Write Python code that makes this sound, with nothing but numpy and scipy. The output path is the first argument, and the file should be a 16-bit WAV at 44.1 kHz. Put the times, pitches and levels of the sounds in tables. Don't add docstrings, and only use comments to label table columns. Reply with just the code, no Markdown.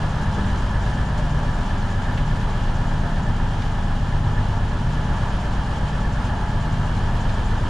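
import sys
import numpy as np
from scipy import signal
from scipy.fft import rfft, irfft, next_fast_len
from scipy.io import wavfile
from scipy.ndimage import map_coordinates

SR = 44100
rng = np.random.default_rng(int(sys.argv[2]) if len(sys.argv) > 2 else 0)


def unload_wav(signal):
    wavfile.write(
        sys.argv[1],
        SR,
        np.round(np.clip(np.atleast_2d(signal).T, -1, 1) * 32767).astype(np.int16),
    )


N = 339349

CYLINDERS, CYCLE_HZ = 6, 8.29
SLIP_HZ = 0.059
THUMP_AT_CYCLES = 0.385

# t/s, cycle rate/Hz
IDLE_SPEED = [(0, 8.3), (2.5, 8.295), (3.1, 8.24), (4.2, 8.265), (5.2, 8.36), (6.2, 8.29), (7, 8.335),
              (7.69, 8.33)]
# order, relative level/dB
DRONE_ORDERS = [(2, -5.5), (4, -5), (5, -10), (7, -19.5), (8, -8.5), (9, -14), (10, -13), (11, -14),
                (13, -13), (14, -13.5), (15, -12), (16, -24), (19, -21), (20, -24), (21, -18.5), (22, -12),
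                (25, -17), (26, -22.5), (28, -23), (29, -21.5), (33, -24)]
# order, level/dB, its amplitude ratio, in step at t/s
BEAT_ORDERS = [(3, -26.5, 0.59, 3), (24, -39.5, 0.3, 0.33), (30, -42.5, 0.22, 0.48)]
# order, level/dB
GEAR_ORDERS = [(53, -53), (72, -56.5), (84, -48.5), (92, -54), (96, -47), (99, -51), (102, -48),
               (119, -50.5), (138, -52)]
# t/s, level/dB
FIRING_X1 = [(0, -41), (0.6, -25), (1.3, -27), (2, -39), (2.4, -30), (2.8, -44), (3.3, -32), (4.5, -30.5),
             (5.2, -27.5), (5.7, -26.5), (6.2, -27), (6.7, -32), (7.2, -30), (7.69, -28)]
FIRING_X2 = [(0, -32.5), (1.2, -36.5), (1.8, -31.5), (2.3, -33), (3, -41), (3.4, -29), (3.9, -32.5),
             (4.4, -26.5), (4.8, -33.5), (5.6, -42.5), (6.5, -30.5), (7.69, -29.5)]
FIRING_X3 = [(0.05, -28), (0.32, -31), (0.55, -39.5), (0.86, -32), (1.34, -26), (1.84, -41.5), (2.29, -26),
             (2.47, -33.5), (2.56, -40), (2.93, -28.5), (3.85, -34), (4.23, -26.5), (4.75, -36),
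             (4.9, -26.5), (5.56, -39.5), (5.94, -28.5), (6.36, -39), (6.73, -27), (7.47, -38), (7.55, -37)]
# t/s, level/dB
WHINE_LEVEL = [(0, -65), (1.5, -67), (3, -60), (4, -73), (7.69, -72)]
# t/s, gain/dB
DOORWAY_GAIN = [(0, 0.43), (1.2, 0.14), (2.7, -0.5), (3.3, -0.6), (4.2, -1.43), (4.85, -1), (5.2, -0.06),
                (7.69, -0.04)]
HARDNESS_DB = [-11, 4, 1.5, -4, 5, -24]
# t/s, level/dB, half-width/s, f/Hz
PANEL_BUZZES = [(0.404, -29, 0.143, 199), (1.19, -35, 0.037, 595), (1.365, -39, 0.099, 590),
                (2.095, -37, 0.073, 835), (4.37, -40.5, 0.028, 1740), (4.55, -42, 0.055, 900),
                (6.448, -40, 0.33, 869), (7.388, -37.5, 0.025, 1740)]
# t/s, relative level/dB, tilt/(dB per octave)
TRIM_TICKS = [(1.1754, -51, 5), (2.174, -40, -5), (2.3554, -49, 3), (3.6174, -46, -1), (7.2884, -44, -2)]
# t/s, relative level/dB, half-width/s
RUSTLE_EVENTS = [(1.183, -73, .012), (2.13, -66, .014), (2.18, -67, .014), (2.37, -72, .02),
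                 (2.43, -72, .025), (3.09, -73, .03), (3.65, -76, .06), (7.14, -69, 0.028),
                 (7.617, -72, .03)]
# f/Hz, relative level/dB
RUMBLE_SPECTRUM = [(5, -8), (12, -2), (31, 8.5), (38, 4), (60, -1.5), (110, 2.5), (130, 2), (155, -5.5),
                   (235, -4.5), (290, -11.5), (400, -19.5), (700, -81), (2000, -120)]
BLOCK_SPECTRUM = [(60, -61), (200, -16), (330, -3), (480, -6), (590, -2.5), (670, -4), (780, -3), (900, 1),
                  (1000, -1.5), (1080, -5.5), (1480, -7), (1750, -4.5), (1850, -14.5), (2100, -21.5),
                  (4000, -49), (9000, -120)]
COVER_SPECTRUM = [(1350, -45), (1600, -3.5), (1700, 0), (1780, 0), (1830, -8), (1920, -19), (2300, -58)]
TAPPET_SPECTRUM = [(2000, -37), (3600, 1.5), (4800, 2.5), (7200, -7.5), (8000, -7), (9600, -8),
                   (11000, -34), (14000, -50)]
VENT_SPECTRUM = [(1200, -5.5), (2100, -1.5), (2750, -2), (3150, 2.5), (3600, -4), (5800, -11.5),
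                 (7200, -13.5), (8000, -20.5), (8800, -18), (9700, -20.5), (11100, -33.5), (12200, -32.5),
                 (13200, -36), (14400, -44), (15200, -56)]
PUFF_SPECTRUM = [(2000, -66), (4000, -16), (5400, -5.5), (6500, -3), (7300, -1), (7900, -17), (9500, -13.5),
                 (12000, -60)]
TRIM_SPECTRUM = [(900, -10), (1800, 11), (2300, 11), (3200, 9), (5000, 2), (9000, -8), (11500, -28),
                 (15000, -32)]
RUSTLE_SPECTRUM = [(5000, -13), (9000, 0), (12500, -1), (13300, -8), (15000, -16)]
# f/Hz, correlation
EAR_CORRELATION = [(150, 1), (350, 0.95), (700, 0.91), (1400, 0.8), (2600, 0.52), (5000, 0.77), (9000, 0.7),
                   (13000, 0.45)]


def drone(cycles, throb=0.14):
    since = cycles - THUMP_AT_CYCLES
    orders = 0
    for k, db in DRONE_ORDERS:
        from_thumps = k % 2 == 0 and k > 7
        orders += amp(db) * tone(since, k, waver=0.3, rate_hz=1.58, loose_turns=.4 if from_thumps else 1)
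    lope = sum(amp(at_hz(RUMBLE_SPECTRUM, k * CYCLE_HZ)) * np.cos(2 * np.pi * (k * cycles + rng.random()))
               for k in np.arange(1, 34) + .5)
    rumble = amp(-29.8) * stereo(white(), RUMBLE_SPECTRUM)
    surge = unit(1 + throb * np.cos(2 * np.pi * 2 * since))
    return amp(-27.3) * orders + surge * (amp(-35) * unit(lope) + rumble)


def engine_beat(cycles):
    out = 0
    for k, db, ratio, in_step_s in BEAT_ORDERS:
        beat = np.abs(1 + ratio * np.exp(2j * np.pi * k * SLIP_HZ * (clock() - in_step_s)))
        out += amp(db) * unit(beat) * tone(cycles, k, waver=0.085, rate_hz=2.88)
    return out


def firing_hum(cycles):
    since = cycles - THUMP_AT_CYCLES
    note = tone(since, CYLINDERS, waver=0.11, rate_hz=3.4)
    octave = tone(since, 2 * CYLINDERS, waver=0.1, rate_hz=2.92, loose_turns=0.23)
    hum = tone(since, 3 * CYLINDERS, waver=0.03, rate_hz=2.8, loose_turns=0.25)
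    return amp(curve(FIRING_X1)) * note + amp(curve(FIRING_X2)) * octave + amp(curve(FIRING_X3)) * hum


def knock(cycles, doorway_db, level_db=-32.5, t60_s=0.13, ring_share=0.36, churn_hz=5.9):
    firings = CYLINDERS * cycles
    starts = crossings(firings)
    forces = amp(1.2 * rng.standard_normal(512))[:len(starts)]
    t = np.arange(SR // 5) / SR
    envelope = amp(-60 * t / t60_s) * (1 - np.exp(-t / 0.013))
    ring = np.zeros((2, N))
    for cylinder in range(CYLINDERS):
        blows = np.zeros(N)
        blows[starts[cylinder::CYLINDERS]] = forces[cylinder::CYLINDERS]
        response = envelope * rng.standard_normal((2, len(t)))
        ring += signal.fftconvolve(blows[None], response, axes=1)[:, :N]
    hardness = amp(HARDNESS_DB)[np.floor(firings).astype(int) % CYLINDERS]
    clacks = 1 + 0.27 * hardness * np.exp(-((firings % 1 - 0.1) / 0.24) ** 2)
    clatter = np.sqrt(ring_share) * unit(ring) + np.sqrt(1 - ring_share) * white()
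    churn_db = 0.35 * np.sin(2 * np.pi * churn_hz * clock()) + 0.5 * wobble(14)
    return amp(level_db + doorway_db + churn_db) * stereo(clacks * clatter, BLOCK_SPECTRUM)


def thump(cycles, level_db=-34, ring_hz=92, t60_s=0.043, attack_s=0.008, jitter_s=0.0012, scatter_db=2.5):
    turns = 2 * (cycles + CYCLE_HZ * jitter_s * wobble(17)) + 0.4726
    blows = impulses(turns, scatter_db * rng.standard_normal(256))
    t = np.arange(SR // 5) / SR
    floor = np.sin(2 * np.pi * ring_hz * t) * amp(-60 * t / t60_s) * (1 - np.exp(-t / attack_s)) ** 2
    return amp(level_db) * unit(signal.fftconvolve(blows, floor)[:N])


def cover(cycles, doorway_db, level_db=-46, peak_cycles=0.23, uneven_db=1.7):
    phase = 2 * np.pi * (cycles - peak_cycles)
    pulses = np.exp(0.53 * np.cos(phase) + 0.25 * np.cos(CYLINDERS * phase))
    envelope = unit(pulses * amp(uneven_db * wobble(15)))
    return amp(level_db + 2.3 * doorway_db) * envelope * stereo(white(), COVER_SPECTRUM)


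def tappets(cycles, doorway_db, level_db=-57, t60_s=0.025, scatter_db=3):
    closings = 2 * CYLINDERS * cycles + 0.3 * wobble(30)
    blows = impulses(closings, scatter_db * np.clip(rng.standard_normal(1024), -2, 2))
    decay = amp(-60 * np.arange(SR // 10) / SR / t60_s)
    envelope = unit(signal.fftconvolve(blows, decay)[:N])
    return amp(level_db + 2.3 * doorway_db) * envelope * stereo(white(), TAPPET_SPECTRUM)


def air_puff(cycles, doorway_db, level_db=-59.5, open_cycles=0.73, rise_cycles=0.03, hold_cycles=0.32):
    since = (cycles - open_cycles) % 1
    gate = unit((1 - np.exp(-since / rise_cycles)) * np.exp(-(since / hold_cycles) ** 4))
    gain = amp(level_db + 3.6 * doorway_db + 1.2 * wobble(33))
    return gain * gate * stereo(wall_echoes(white()), PUFF_SPECTRUM)


def gears(cycles, steady_hz=2854, wavering_hz=2784):
    mesh = sum(amp(db) * tone(cycles, k, waver=0.7, rate_hz=7, ear_rad=rng.normal(0, 0.19))
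               for k, db in GEAR_ORDERS)
    steady = tone(clock(), steady_hz, waver=0.29, rate_hz=4.6, ear_rad=0.68)
    wavering = tone(clock(), wavering_hz, waver=1, rate_hz=25, ear_rad=0.37)
    return mesh + amp(-58) * steady + amp(curve(WHINE_LEVEL)) * wavering


def panels():
    return sum(amp(db) * swell(at_s, width_s) * tone(clock(), hz, waver=2, rate_hz=hz / 14)
               for at_s, db, width_s, hz in PANEL_BUZZES)


def ventilation(doorway_db, level_db=-42):
    return amp(level_db + doorway_db + 0.69 * wobble(24)) * stereo(wall_echoes(white()), VENT_SPECTRUM)


def trim(t60_s=0.08, attack_s=0.003):
    ticks = 0
    for at_s, db, tilt in TRIM_TICKS:
        age_s = np.maximum(clock() - at_s, 0)
        envelope = amp(db + 12 - 60 * age_s / t60_s) * (1 - np.exp(-age_s / attack_s))
        spectrum = [(hz, level + tilt * np.log2(hz)) for hz, level in TRIM_SPECTRUM]
        ticks += envelope * stereo(white(), spectrum)
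    return ticks


def rustles():
    envelope = sum(amp(db + 5) * swell(at_s, width_s) for at_s, db, width_s in RUSTLE_EVENTS)
    return envelope * stereo(white(), RUSTLE_SPECTRUM)


def wall_echoes(x, gain=0.078, first_s=0.000986, span_s=0.03, count=10):
    lags = (SR * (first_s + span_s * rng.random(count))).astype(int)
    return x + gain * sum(np.roll(x, lag, axis=-1) for lag in lags)


def tone(base, multiple, waver, rate_hz, ear_rad=0, loose_turns=1):
    drift = 1 + waver * (wobble(rate_hz) + 1j * wobble(rate_hz))
    offset = loose_turns * (rng.random() - .5)
    wave = drift * np.exp(2j * np.pi * (multiple * base + offset))
    return unit(np.real(wave * np.exp(1j * ear_rad * np.array([[1], [-1]]))))


def stereo(pair, spectrum):
    def response(hz):
        angle = np.arccos(at_hz(EAR_CORRELATION, hz)) / 2
        return amp(at_hz(spectrum, hz)) * [np.cos(angle), np.sin(angle)]
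    mid, side = filtered(pair, response)
    return unit(np.array([mid + side, mid - side]))


def filtered(x, response):
    size = next_fast_len(N + SR // 2)
    return irfft(rfft(x, size) * response(np.fft.rfftfreq(size, 1 / SR)), size)[..., :N]


def wobble(rate_hz):
    coarse_s = clock()[::100]
    knots = rng.standard_normal(256)
    return np.interp(clock(), coarse_s, map_coordinates(knots, [coarse_s * rate_hz], mode="wrap"))


def crossings(count):
    return np.flatnonzero(np.diff(np.floor(count)) > 0)


def impulses(count, levels_db):
    starts = crossings(count)
    blows = np.zeros(N)
    blows[starts] = amp(levels_db)[:len(starts)]
    return blows


def at_hz(points, hz):
    f, values = np.transpose(points)
    return np.interp(np.log(hz + 1), np.log(f + 1), values)


def curve(points):
    return np.interp(clock(), *np.transpose(points))


def swell(at_s, width_s):
    return np.exp(-((clock() - at_s) / width_s) ** 2)


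def white():
    return rng.standard_normal((2, N))


def clock():
    return np.arange(N) / SR


def amp(db):
    return 10 ** (np.asarray(db) / 20)


def unit(x):
    return x / np.sqrt(np.mean(x ** 2) + 1e-20)


def scene():
    cycles = np.cumsum(curve(IDLE_SPEED)) / SR + 0.003 * wobble(1.2) + 0.0014 * wobble(8)
    doorway_db = curve(DOORWAY_GAIN)
    body = engine_beat(cycles) + firing_hum(cycles) + thump(cycles) + drone(cycles)
    treble = ventilation(doorway_db) + air_puff(cycles, doorway_db) + tappets(cycles, doorway_db)
    clatter = knock(cycles, doorway_db) + cover(cycles, doorway_db)
    panned = body * amp([[.2], [-.2]]) + treble * amp([[-.35], [.35]])
    return panned + clatter + gears(cycles) + trim() + rustles() + panels()


def record(dry, fade_s=0.003, top_hz=15200):
    edges = np.clip(np.minimum(clock(), clock()[::-1]) / fade_s, 0, 1)
    return filtered(dry * edges, lambda hz: hz < top_hz)


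dry = scene()
out = record(dry)
unload_wav(out)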